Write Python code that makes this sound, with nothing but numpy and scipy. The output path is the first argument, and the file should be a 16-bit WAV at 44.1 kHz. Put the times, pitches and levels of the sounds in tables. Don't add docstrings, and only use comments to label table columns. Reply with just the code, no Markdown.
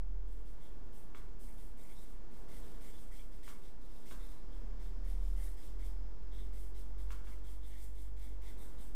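import sys
import numpy as np
from scipy import signal
from scipy.fft import rfft, irfft, next_fast_len
from scipy.io import wavfile
from scipy.ndimage import uniform_filter1d

SR = 44100
rng = np.random.default_rng(int(sys.argv[2]) if len(sys.argv) > 2 else 0)


def persist_wave(psi):
    counts = np.round(np.clip(psi, -1, 1) * 32767).astype(np.int16)
    wavfile.write(sys.argv[1], SR, np.atleast_2d(counts).T)


def boost(x):
    u = np.asarray(x, float) / 20
    return 10 ** u


N = 394694

# (time [s], rate [Hz])
FIRING_RATE = [(0, 41.5), (.7, 39.5), (1.1, 37.2), (2.1, 34.5), (2.8, 33.3), (3.9, 33), (4.2, 35.8),
               (5.6, 41.6), (6.65, 45.3), (7.35, 46.9), (8.05, 48.1), (8.4, 47.2), (8.95, 42.3)]
# (time [s], level [dB rms])
FIRING_LEVEL = [(0, -41), (.15, -39.5), (.45, -46), (.8, -45), (1.3, -52), (2.14, -43.5), (2.5, -50),
                (3.1, -47.5), (3.95, -54.5), (4.2, -41.5), (4.5, -41), (4.8, -43), (5.3, -35), (5.5, -37),
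                (5.9, -41), (6.35, -40), (6.9, -46), (7.07, -38.5), (7.2, -45.5), (8.5, -45), (8.95, -48.5)]
# (time [s], depth [dB])
ENGINE_DIPS = [(.66, 23), (1.01, 24), (1.32, -2), (1.49, 0), (1.84, 9), (2.04, 14), (2.32, 18), (2.95, 18),
               (3.35, 1), (3.56, 8), (4.05, 14), (4.39, 23), (5.62, 21), (6.19, 15), (7.68, 2), (8.67, 7)]
DIP_S, WAVER_DB = 0.066, 0.6
OVERTONES_DB = (-61.5, -71)
ROOM_RING_HZ, ROOM_RING_WIDTH_HZ = 112, 13.5

# (frequency [Hz], density [dB per Hz])
AIR_SPECTRUM = [(12, 4), (30, -4), (55, -8.5), (75, -24), (115, -20), (240, -20), (400, -23), (490, -25.5),
                (600, -29.5), (1000, -32.5), (1600, -38), (2600, -45), (5200, -48), (8000, -50),
                (10500, -55)]
AIR_DB = -51.5
# (frequency [Hz], width [Hz], level [dB rms])
AIR_PEAKS = [(116, 3.5, -88.5), (233.7, 8.1, -74.5), (273.4, 7.6, -78), (393.4, 7.9, -76)]
WHINE_LEVELS = {1: -84.5, 2: -83.5, 4: -99.5, 6: -100, 7: -99, 10: -99, 13: -99}
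WHINE_HZ = 444.43

# (time [s], level [dB rms])
INSECT_LEVEL = [(0, -104), (1.5, -98), (3.5, -85), (5.6, -81), (7.2, -87.5), (8.95, -101)]
INSECT_HZ, INSECT_WIDTH_HZ = 5150, 850

# (start [s], length [s], felt hiss [dB],
# board ring above hiss [dB], barrel ring above hiss [dB], treble above hiss [dB])
STROKES = [(0.268, 0.12, -77, -9, 1, 3), (0.447, 0.095, -74.5, -10, -3, 2.5),
           (0.597, 0.097, -72, -1, 1, -0.5), (0.92, 0.12, -73.5, -13, 3, 4.5),
           (1.144, 0.062, -65, -3, -6, -2.5), (1.387, 0.15, -69, -15, -18, 4.5),
           (1.565, 0.12, -69.5, -8, -8, 2), (1.765, 0.13, -68, -2, -11, 2.5),
           (1.88, 0.066, -68.5, -4, -6, 0), (1.952, 0.17, -69, -8, -11, 1), (2.305, 0.13, -71, -4, -11, 0),
           (2.478, 0.13, -64, -5, -6, 1.5), (2.622, 0.15, -68, -9, -2, -0.5),
           (2.801, 0.12, -63, -4, -7, 0.5), (2.926, 0.15, -68, -9, -5, 1.5), (3.108, 0.12, -64, -6, -13, 0),
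           (3.307, 0.095, -69, -5, -8, -3.5), (3.423, 0.11, -61, -3.5, -6, -1.5),
           (3.612, 0.097, -67.5, -6, -10, -6), (3.806, 0.32, -71.5, -19, -2, -1),
           (4.051, 0.11, -63.5, -5.5, -12, -0.5), (4.19, 0.18, -66.5, -4, -3, -2.5),
           (4.512, 0.1, -74.5, 1, 3, -1.5), (4.79, 0.1, -68, -2, -1, -4.5),
           (5.037, 0.135, -66.5, -2.5, -9, -1), (5.2, 0.13, -67.5, -9, -5, -1.5),
           (5.357, 0.14, -64, -4, -8, 2), (5.563, 0.13, -64, -7, -5, -2.5),
           (5.785, 0.12, -65.5, -3, -4.5, -1.5), (6.314, 0.15, -67.5, -0.5, -2, -3.5),
           (6.52, 0.14, -67.5, -4, -4, 2.5), (6.74, 0.089, -65, -8, -7, -2.5),
           (6.974, 0.076, -66.5, -3.5, 0, -2), (7.095, 0.067, -62.5, -9, -6, -3.5),
           (7.238, 0.12, -66, -5, -4, -2.5), (7.433, 0.12, -67.5, -4, -2, 1),
           (7.623, 0.094, -69, 0, -1, 0.5), (7.702, 0.092, -68.5, -2, 2, -3),
           (7.765, 0.12, -66, -4, -8, 1.5), (7.943, 0.13, -68.5, -3, -3, 0),
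           (8.158, 0.15, -67, -0.5, -4, -2), (8.41, 0.12, -64.5, -2.5, -5, -2.5),
           (8.57, 0.12, -67.5, -2, -4, 5), (8.774, 0.098, -66.5, -5, -5, 3)]
# (frequency [Hz], density [dB per Hz])
FELT_SPECTRUM = [(1470, -58), (2500, -5), (3280, -7.5), (4310, -6), (5090, -5.5), (6490, -7), (8520, -1.5),
                 (10300, -3), (13400, -35), (22000, -120)]
# (frequency [Hz], width [Hz], level [dB rms])
FIBRE_RINGS = [(7600, 250, -20), (8200, 260, -15.5), (9150, 240, -14.5), (9750, 260, -15)]
FIBRE_SPREAD = 0.035
BOARD_RING_HZ, BOARD_WIDTH_HZ = 2070, 510
BARREL_HZ, BARREL_SPREAD_HZ, BARREL_WIDTH_HZ = 3365, 150, 900
FLUTTER_DB = 1.3
TOUCH_S, DIE_S, SLOW_DB = 0.007, 0.24, -5
TOUCH_DB, HISS_TOUCH_DB, TREBLE_TOUCH_DB = -1.5, -4, -7.5
USUAL_DB, FASTEST, LATER_PER_DB = -67, 0.45, 0.025
TREBLE_LAG = 0.14
SHEEN_HINGE_HZ, SHEEN_DB, SHEEN_PER_S = 7000, 1.5, 25

# (middle [s], length [s], frequency [Hz], level [dB rms])
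JUDDERS = [(0.662, 0.055, 3430, -80), (1.172, .04, 3400, -77), (1.497, 0.045, 2150, -74),
           (1.591, 0.037, 3500, -80), (1.811, .03, 3650, -79), (1.915, .035, 2200, -74),
           (1.916, .035, 3400, -80), (1.985, 0.06, 3720, -73.5), (2.05, .04, 3800, -83),
           (1.985, .05, 5300, -78), (2.515, .045, 2070, -73), (2.577, .03, 2150, -80),
           (2.58, .04, 3250, -83), (2.64, .04, 3500, -77), (2.88, .05, 2100, -78), (2.958, .06, 3400, -76),
           (3.135, 0.046, 2050, -74), (3.2, .04, 2250, -71), (3.183, .08, 3230, -74),
           (3.657, .05, 3700, -76), (4.126, .03, 3540, -67), (4.228, .05, 3640, -76),
           (4.533, 0.041, 3380, -80), (5.067, .05, 1950, -80), (5.125, .025, 3550, -80),
           (5.385, .045, 1950, -75), (5.463, .06, 3800, -78), (5.48, .03, 1900, -73), (5.6, .04, 5000, -77),
           (5.82, .05, 2100, -83), (6.34, 0.038, 3500, -74), (6.4, 0.051, 3500, -69),
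           (6.77, .05, 3800, -80), (7.283, .015, 3350, -73), (7.33, .04, 2150, -76), (7.47, .05, 3450, -84),
           (7.643, .035, 3550, -75), (7.717, .03, 3500, -82), (7.753, .065, 2030, -75),
           (8.263, .05, 2050, -83), (8.243, .08, 3450, -82), (8.46, .015, 1990, -75),
           (8.496, .07, 3480, -76), (8.505, 0.049, 2030, -71), (8.622, 0.081, 3650, -79),
           (8.8, 0.037, 3660, -76)]
JUDDER_WIDTH_SHARE, JUDDER_GRAIN_DB = 0.16, 2.2

# (time [s], blow peak [dB], low thud above peak [dB],
# room answer above peak [dB], skid above peak before its fade [dB])
KNOCKS = [(1.147, -42, -8, -3, -20), (3.4777, -43, -7.5, -1.5, -16), (3.4865, -52, -14, 2, -14),
          (4.1107, -44, -16, 0.5, -14), (4.119, -52.5, 7.5, -1, -7), (7.105, -41, -15, -1, -18),
          (7.271, -50, -10, 1.5, -20)]
# (frequency [Hz], level [dB], t60 [s])
KNOCK_MODES = [(1085, 4.5, 0.015), (1340, 8.5, 0.0089), (1580, 7, 0.0075), (2230, 4, 0.014),
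               (2780, 2, 0.013), (3400, -3.5, 0.016), (4330, -4, 0.0065)]
# (frequency [Hz], level [dB], t60 [s])
THUD_MODES = [(132, 2, 0.034), (227, -1, 0.046), (414, -16, 0.027), (610, -8, 0.027)]
PUSH_S = 0.00121
ROOM_T60_S, ROOM_TREBLE_T60_S = 0.47, 0.15
THUD_ROOM_DB = -3.5
FAR_WALL_S, FAR_WALL_DB = 0.024, 2.5
SKID_BAND_HZ, SKID_T60_S, SKID_ROUGH_DB, SKID_BUILD_S = (1100, 9500), 0.18, 2.9, 0.0097

EDGE_HZ = 10610
OFFSET, DRIFT_DB = 0.0246, -57


def curves(table):
    s, *columns = np.transpose(table)
    return [np.interp(np.arange(N) / SR, s, c) for c in columns]


def level(x, db):
    return x * boost(db) / np.sqrt(np.mean(x ** 2))


def colour(x, points):
    hz, db = np.transpose(points)
    size = next_fast_len(N)
    f = np.arange(size // 2 + 1) * SR / size + 1e-3
    gain = boost(np.interp(np.log(f), np.log(hz), db))
    return irfft(rfft(x, size) * gain, size)[:N]


def ring(x, hz, width_hz, wander=0):
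    turn = np.exp(2j * np.pi * np.cumsum(hz * (1 + wander) + np.zeros(len(x))) / SR)
    pole = np.exp(-np.pi * width_hz / SR)
    twice = np.convolve([1, -pole], [1, -pole])
    return (signal.lfilter([1], twice, x / turn) * turn).real


def walk(rate):
    k = int(SR / rate)
    held = np.repeat(rng.standard_normal(N // k + 1), k)
    slewed = uniform_filter1d(uniform_filter1d(held, k), k)[:N]
    return slewed / slewed.std()


def engine():
    t, hz = np.arange(N) / SR, curves(FIRING_RATE)[0]
    phase = 2 * np.pi * np.cumsum(hz) / SR
    dips_db = sum(depth * np.exp(-np.abs(t - s) / DIP_S) for s, depth in ENGINE_DIPS)
    tone_db = curves(FIRING_LEVEL)[0] - dips_db + WAVER_DB * walk(8.2)
    tone = boost(tone_db) * np.sin(phase)
    for k, over_db in enumerate(OVERTONES_DB, start=2):
        favour = 1 / np.hypot(1, 2 * (k * hz - ROOM_RING_HZ) / ROOM_RING_WIDTH_HZ)
        tone = tone + favour * boost(over_db + 3.2 * walk(5)) * np.sin(k * phase)
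    return np.sqrt(2) * tone


def room_air():
    rush = colour(rng.standard_normal(N), [(1.4, -37.5)] + AIR_SPECTRUM)
    rush = level(rush, AIR_DB) * boost(1.33 * walk(2.92))
    peaks = sum(level(ring(rng.standard_normal(N), hz, width), db) for hz, width, db in AIR_PEAKS)
    return rush + peaks


def electric_whine():
    phase = 2 * np.pi * np.cumsum(WHINE_HZ + 0.8 * walk(6)) / SR
    whine = sum(boost(db + 2 * walk(7)) * np.sin(k * phase + k) for k, db in WHINE_LEVELS.items())
    return np.sqrt(2) * whine


def insects():
    hiss = level(ring(rng.standard_normal(N), INSECT_HZ, INSECT_WIDTH_HZ), 0)
    return hiss * boost(curves(INSECT_LEVEL)[0] + 1.1 * walk(12))


def stroke_swell(t, s, length, fastest, touch_db):
    peak_s = max(fastest * length, 2 * TOUCH_S)
    moments = s + np.array([0, TOUCH_S, peak_s, length, length + DIE_S])
    swell_db = np.interp(t, moments, [-30, touch_db, 0, SLOW_DB, -40])
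    return uniform_filter1d(swell_db, size=300, mode="nearest")


def stroke_levels():
    t, power = np.arange(N) / SR, np.zeros((4, N))
    for s, length, db, board_db, barrel_db, treble_db in STROKES:
        span = slice(int(s * SR), int((s + length + DIE_S) * SR))
        fastest = np.clip(FASTEST + LATER_PER_DB * (db - USUAL_DB), 0, 0.8)
        later = min(fastest + TREBLE_LAG, 0.95)
        body_db = stroke_swell(t[span], s, length, fastest, HISS_TOUCH_DB)
        bright_db = stroke_swell(t[span], s, length, later, TREBLE_TOUCH_DB) + treble_db
        rings_db = stroke_swell(t[span], s, length, fastest, TOUCH_DB)
        layers_db = np.array([body_db, bright_db, rings_db + board_db, rings_db + barrel_db])
        power[:, span] += boost(db + layers_db) ** 2
    return np.sqrt(power)


def marker():
    starts = np.transpose(STROKES)[0]
    stroke = np.maximum(np.searchsorted(starts, np.arange(N) / SR) - 1, 0)
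    barrel_grip, fibre_grip = rng.standard_normal((len(STROKES), 2))[stroke].T
    slips_db = 1.27 * rng.exponential(size=N) + 0.31 * walk(90)
    slips = rng.standard_normal(N) * boost(slips_db)
    hiss = level(colour(slips, FELT_SPECTRUM), 0.16)
    body = signal.sosfiltfilt(signal.butter(2, SHEEN_HINGE_HZ, fs=SR, output="sos"), hiss)
    treble = (hiss - body) * boost(SHEEN_DB * walk(SHEEN_PER_S))
    for hz, width, db in FIBRE_RINGS:
        fibre = ring(slips, hz, width, FIBRE_SPREAD * fibre_grip + 0.014 * walk(11))
        treble += level(fibre, db) * boost(1.8 * walk(11))
    body = body * boost(0.61 * walk(20))
    board = ring(slips, BOARD_RING_HZ, BOARD_WIDTH_HZ, 0.016 * walk(11))
    board = level(board, -5.5) * boost(FLUTTER_DB * walk(40))
    barrel_hz = BARREL_HZ + BARREL_SPREAD_HZ * barrel_grip
    barrel = ring(slips, barrel_hz, BARREL_WIDTH_HZ, 0.017 * walk(15))
    barrel = level(barrel, -9.0) * boost(FLUTTER_DB * walk(40))
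    strokes = np.sum(stroke_levels() * [body, treble, board, barrel], axis=0)
    return strokes + judders(slips)


def judders(slips):
    out, grain, waver = np.zeros(N), boost(JUDDER_GRAIN_DB * walk(70)), 0.008 * walk(30)
    for s, length, hz, db in JUDDERS:
        span = slice(int((s - length) * SR), int((s + length) * SR))
        rung = ring(slips[span], hz, JUDDER_WIDTH_SHARE * hz, waver[span]) * grain[span]
        out[span] += level(rung, db) * np.hanning(len(rung))
    return out


def fade(t, t60):
    return np.exp(-np.log(1000) * t / t60)


def struck(t, table):
    mix_db = 1.5 * rng.standard_normal(len(table))
    modes = sum(boost(db + m) * np.sin(2 * np.pi * hz * (t - PUSH_S)) * fade(t, t60)
                for (hz, db, t60), m in zip(table, mix_db))
    x = np.minimum(t / PUSH_S, 1) ** 2 * modes
    return x / np.abs(x).max()


def room_echoes(t):
    noise = rng.standard_normal(SR)
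    low = signal.sosfilt(signal.butter(2, 1900, fs=SR, output="sos"), noise)
    echoes = low * fade(t, ROOM_T60_S) + (noise - low) * fade(t, ROOM_TREBLE_T60_S)
    echoes = echoes * np.minimum(t / 0.0051, 1)
    echoes = echoes * boost(FAR_WALL_DB * np.clip(2 * t / FAR_WALL_S - 1, 0, 1))
    return echoes / np.sqrt(np.sum(echoes ** 2))


def tip_skid(t):
    grit = rng.standard_normal(SR) * boost(SKID_ROUGH_DB * walk(170)[:SR])
    band = signal.butter(2, SKID_BAND_HZ, "band", fs=SR, output="sos")
    skid = level(signal.sosfilt(band, grit), 0)
    return skid * fade(t, SKID_T60_S) * np.minimum(t / SKID_BUILD_S, 1)


def knocks():
    out, t = np.zeros(N + SR), np.arange(SR) / SR
    for s, db, thud_db, room_db, skid_db in KNOCKS:
        blow = struck(t, KNOCK_MODES)
        thud = boost(thud_db) * struck(t, THUD_MODES)
        tail = signal.fftconvolve(blow + boost(THUD_ROOM_DB) * thud, room_echoes(t))[:SR]
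        knock = blow + thud + boost(room_db) * tail + boost(skid_db) * tip_skid(t)
        start = int(s * SR)
        out[start:start + SR] += boost(db) * knock
    return out[:N]


def scene():
    outside_and_room = engine() + room_air() + electric_whine() + insects()
    return (outside_and_room + marker() + knocks())[None]


def band_limit(x):
    return signal.sosfilt(signal.butter(12, 15500, fs=SR, output="sos"), x)


def record(dry):
    low_pass = signal.cheby1(10, 0.3, EDGE_HZ, fs=SR, output="sos")
    half = signal.sosfilt(low_pass, dry)[:, ::2]
    held = np.repeat(half, 2, axis=1)[:, :N]
    mix = held + OFFSET + boost(DRIFT_DB) * walk(1.514)
    return band_limit(mix)


dry = scene()
out = record(dry)
persist_wave(out)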